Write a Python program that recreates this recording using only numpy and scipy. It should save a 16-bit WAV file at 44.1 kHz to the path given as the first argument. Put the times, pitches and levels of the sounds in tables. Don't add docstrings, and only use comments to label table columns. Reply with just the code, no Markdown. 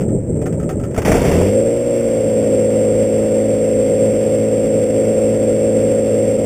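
import sys
import numpy as np
from scipy import signal
from scipy.fft import rfft, irfft, next_fast_len
from scipy.io import wavfile
from scipy.ndimage import uniform_filter1d

SR = 44100
rng = np.random.default_rng(int(sys.argv[2]) if len(sys.argv) > 2 else 0)


def dump(signal):
    limited = np.clip(np.atleast_2d(signal).T, -1, 1)
    pcm = np.round(limited * 32767).astype(np.int16)
    wavfile.write(sys.argv[1], SR, pcm)


N = 284651
TIME_S = np.arange(N) / SR
IDLE_HZ, FLARE_HZ = 54.5, 5.95

# multiple_of_half_firing_rate, level_db
ENGINE_ORDERS = [(2, -22), (4, -7.5), (6, -18), (8, -3.4), (10, -7), (11, -16), (12, -8.5), (13, -20),
                 (14, -14.5), (16, -3.3), (17, -10), (18, -.4), (19, -1.1), (20, 0), (21, -12.5),
                 (22, -8.7), (24, -26), (25, -29.5), (26, -24.5), (27, -24.5), (28, -25.5), (29, -39),
                 (30, -43)]
# freq_hz, gain_db
AIRFRAME_RESPONSE = [(20, -4), (45, 7), (90, 4), (110, 0), (220, 0), (300, -3), (360, 0), (410, -2),
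                     (480, 4.5), (545, 5.5), (600, -3), (680, -14), (750, -10.5), (780, -15), (815, -26),
                     (860, -25), (900, -14), (940, -24)]
# firing_hz, power_share
SPUTTER_SHARE = [(12, .95), (26, .85), (36, .7), (44, .45), (52, 0)]
# start_s, crack_db, boom_db, decay_s
FIRST_FIRINGS = [(0.976, -21, -7.5, 0.014), (1.018, -25.5, -34, 0.011), (1.048, -20, -20.5, 0.037),
                 (1.079, -26, -9, 0.016), (1.116, -16.5, -35, 0.011), (1.141, -26, -17.5, 0.09),
                 (1.253, -37, -7, .006), (1.314, -23.5, -17, 0.014), (1.412, -28, -7, .005)]
# start_s, length_s, rumble_db, hum_gain, shudder_db
COMPRESSIONS = [(0, 0.16, -16, 0.07, -33), (0.293, 0.37, -17.5, 0.56, -41), (0.69, .15, -19.5, 0.14, -40)]
# start_s, ring_db, scrape_db
DRIVE_KNOCKS = [(.008, -40, -32), (.088, -40.5, -48), (.358, -47.5, -47), (.415, -46, -35),
                (0.457, -27.5, -46), (.525, -48, -37), (0.599, -36.5, -46), (.629, -43, -50),
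                (.691, -27.5, -30), (0.796, -40, -45), (.835, -34.5, -37), (.91, -48, -42),
                (0.944, -38, -32), (.962, -36, -38)]
# pitch_hz, width_hz, level_db
METAL_MODES = [(750, 33, 4), (850, 68, -25), (1310, 81, 4.5), (1560, 47, -13), (1770, 70, -7),
               (2390, 77, -27)]
# freq_hz, density_db
ROAR_SPECTRUM = [(25, -41), (55, -7), (100, -3.5), (200, -0.5), (400, -1.5), (520, 3.5), (610, -3),
                 (720, -14.5), (810, -24), (1100, -40.5)]
SPUTTER_SPECTRUM = [(30, 2), (60, 1), (170, 3), (300, 2), (470, 4), (600, 3), (700, -3.5), (780, -11.5),
                    (1000, -17)]
HISS_SPECTRUM = [(500, -25), (870, 7), (1100, 0.5), (1400, 2), (1700, 0.5), (2150, 6.5), (2480, 2.5),
                 (2700, 5), (3000, -2), (3450, -0.5), (3750, -7), (4000, 3.5)]
CRACK_SPECTRUM = [(400, -7), (860, 7), (1080, -2.5), (1400, 2), (1700, -1.5), (2100, 3), (2700, -5),
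                  (3100, -9), (3900, -14)]
RUMBLE_SPECTRUM = [(30, -20), (60, -5), (120, 2), (200, -1.5), (270, -3.5), (400, -4.5), (560, -7),
                   (640, -15.5), (700, -25.5), (850, -30), (950, -36), (1100, -54)]
RASP_SPECTRUM = [(600, 7.5), (900, 2), (1200, -2), (1500, -3.5), (2200, -2.5), (2900, -12), (3900, -20)]
SCRAPE_SPECTRUM = [(700, 18), (1200, 3), (2000, 4), (2800, 1.5), (3500, -5.5), (3900, -11)]


def engine(firing_hz, catch_s=1.039, fade_s=0.025, full_labour_hz_per_s=70, scatter_db=0.7):
    wandering_hz = firing_hz * (1 + 0.0015 * walk(18))
    phase_rad = np.pi * np.cumsum(wandering_hz) / SR
    labour = np.clip(np.gradient(firing_hz) * SR / full_labour_hz_per_s, 0, 1)
    flare = np.maximum(firing_hz - IDLE_HZ, 0) / FLARE_HZ
    strength = undb(scatter_db * walk(IDLE_HZ))
    roar = undb(-8.8 - 0.8 * walk(3.03)) * noise(ROAR_SPECTRUM) * (1 + 0.17 * np.cos(phase_rad))
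    even = strength * (drone(wandering_hz, phase_rad, labour) + roar)
    sputter = undb(-1.3) * noise(SPUTTER_SPECTRUM) * (1 + 0.14 * np.cos(4 * phase_rad))
    ragged_share = np.interp(wandering_hz, *np.transpose(SPUTTER_SHARE))
    combustion = np.sqrt(1 - ragged_share) * even + np.sqrt(ragged_share) * sputter
    combustion_db = -14 + 2 * labour - 2.5 * flare
    running = np.clip((TIME_S - catch_s) / fade_s, 0, 1)
    return running * (undb(combustion_db) * combustion + strength * hiss(firing_hz, phase_rad))


def firing_rate(runup_s=1.229, runup_width_s=0.122, flare_s=1.825, flare_width_s=0.298, hunt_period_s=4.4):
    runup = 1 / (1 + np.exp((runup_s - TIME_S) / runup_width_s))
    flare = np.exp(-((TIME_S - flare_s) / flare_width_s) ** 2)
    hunt_hz = 0.22 * np.sin(2 * np.pi * (TIME_S - 4.0) / hunt_period_s)
    return np.maximum(runup * (IDLE_HZ + hunt_hz) + FLARE_HZ * flare, 1)


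def drone(firing_hz, phase_rad, labour, thump_db=4.5, dispersion_rad=1.215):
    partials, power = 0, 0
    for order, level_db in ENGINE_ORDERS:
        carried_db = spectrum_db(AIRFRAME_RESPONSE, order * firing_hz / 2)
        carried_idle_db = spectrum_db(AIRFRAME_RESPONSE, order * IDLE_HZ / 2)
        labour_db = thump_db * labour * (order in (4, 8, 12))
        gain = undb(level_db + carried_db - carried_idle_db + labour_db)
        flutter = 1 + 0.11 * (1 + 2 * labour) * walk(16)
        smear_rad = dispersion_rad * order ** 2
        partials += gain * flutter * np.cos(order * phase_rad + smear_rad)
        power += gain ** 2 / 2
    return partials / np.sqrt(power)


def bangs(rise_s=0.0022):
    crack, boom = noise(CRACK_SPECTRUM), noise(SPUTTER_SPECTRUM)
    return sum(burst(start_s, rise_s, decay_s) * (undb(crack_db) * crack + undb(boom_db) * boom)
               for start_s, crack_db, boom_db, decay_s in FIRST_FIRINGS)


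def starter(release_s=1.05, fade_s=0.06, hum_hz=168, rasp_db_per_s=6):
    rumble_gain, hum_gain, _ = heaves()
    pitch_hz = hum_hz * (1 + 0.037 * walk(25.9))
    hum = hum_gain * np.sin(2 * np.pi * np.cumsum(pitch_hz) / SR)
    rumble = rumble_gain * unit_rms(noise(RUMBLE_SPECTRUM) + hum)
    rasp = undb(-53.5 + rasp_db_per_s * np.minimum(TIME_S, release_s)) * noise(RASP_SPECTRUM)
    engaged = np.clip((release_s - TIME_S) / fade_s + 1, 0, 1)
    return engaged * (rumble + rasp)


def heaves(attack_s=0.018, release_s=0.063, coast_db=-21.5):
    rumble, hum, shudder = undb(coast_db), 0, 0
    for start_s, length_s, rumble_db, hum_gain, shudder_db in COMPRESSIONS:
        push = swell(start_s, length_s, attack_s, release_s)
        rumble = np.maximum(rumble, undb(rumble_db) * push)
        hum += hum_gain * push
        shudder += undb(shudder_db) * push
    return rumble, hum, shudder


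def clanks(rise_s=0.00063, decay_s=0.02):
    rattle, scrape = unit_rms(rng.standard_normal(N) ** 3), noise(SCRAPE_SPECTRUM)
    force, rub = 0, 0
    for start_s, ring_db, scrape_db in DRIVE_KNOCKS:
        blow = burst(start_s, rise_s, decay_s)
        force += undb(ring_db) * blow
        rub += undb(scrape_db) * blow
    return ring(force * rattle, METAL_MODES) + rub * scrape


def hiss(firing_hz, phase_rad, idle_db=-38.5, boost_db=9.5, knee_hz=7.9):
    shortfall_hz = np.maximum(IDLE_HZ - firing_hz, 0)
    level_db = idle_db + boost_db * np.tanh(shortfall_hz / knee_hz)
    throb = 1 + 0.045 * (np.cos(phase_rad) + np.cos(2 * phase_rad))
    return noise(HISS_SPECTRUM) * undb(level_db + 0.2 * walk(250)) * throb


def wing_shudder(firing_hz, resonance_hz=16, width_hz=5.6, resonance_db=-23.5, floor_db=-53.5):
    _, _, heave_gain = heaves()
    detuning = (firing_hz / resonance_hz - resonance_hz / firing_hz) * resonance_hz / width_hz
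    resonance_gain = undb(resonance_db) / (1 + detuning ** 2)
    floor_gain = undb(floor_db + 2.5 * walk(4))
    return (heave_gain + resonance_gain + floor_gain) * noise([(18, 0), (30, -3), (48, 1)])


def undb(db):
    return 10 ** (np.asarray(db) / 20)


def unit_rms(x):
    return x / np.sqrt(np.mean(x ** 2))


def spectrum_db(spectrum, at_hz):
    freq_hz, level_db = np.transpose(spectrum)
    return np.interp(np.log(at_hz), np.log(freq_hz), level_db)


def noise(spectrum):
    size = next_fast_len(N)
    freq_hz = np.maximum(np.fft.rfftfreq(size, 1 / SR), 1)
    skirts = np.minimum(1, np.minimum(freq_hz / spectrum[0][0], spectrum[-1][0] / freq_hz)) ** 4
    gain = undb(spectrum_db(spectrum, freq_hz)) * skirts
    return unit_rms(irfft(rfft(rng.standard_normal(size)) * gain, size)[:N])


def walk(rate_hz):
    hold = max(int(SR / rate_hz), 1)
    steps = np.repeat(rng.standard_normal(N // hold + 1), hold)
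    return unit_rms(uniform_filter1d(uniform_filter1d(steps, hold), hold)[:N])


def burst(start_s, rise_s, decay_s):
    age_s = TIME_S - start_s
    return np.clip(age_s / rise_s, 0, 1) * np.exp(-np.clip((age_s - rise_s) / decay_s, 0, 20))


def swell(start_s, length_s, attack_s, release_s):
    age_s = TIME_S - start_s
    return np.clip(age_s / attack_s + 1, 0, 1) * np.exp(-np.clip((age_s - length_s) / release_s, 0, 20))


def ring(force, modes):
    ringing, power = 0, 0
    for pitch_hz, width_hz, level_db in modes:
        resonator = signal.iirpeak(pitch_hz, pitch_hz / width_hz, SR)
        ringing += undb(level_db) * signal.lfilter(*resonator, force + 1e-18)
        power += undb(level_db) ** 2 * np.pi * width_hz / SR
    return ringing / np.sqrt(power)


def scene():
    firing_hz = firing_rate()
    return (starter() + clanks() + bangs() + engine(firing_hz) + wing_shudder(firing_hz))[None]


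def record(dry, store_hz=8000, hold_hz=48000, band_hz=3800, top_hz=15280):
    stored = np.clip(signal.resample_poly(dry, store_hz, SR, axis=-1), -1, 1)
    stored = signal.sosfilt(signal.butter(2, band_hz, fs=store_hz, output="sos"), stored)
    steps = np.repeat(stored, hold_hz // store_hz, axis=-1)
    held = signal.resample_poly(steps, SR, hold_hz, axis=-1)[:, :N]
    return signal.sosfilt(signal.ellip(14, 0.1, 90, top_hz, fs=SR, output="sos"), held)


dry = scene()
out = record(dry)
dump(out)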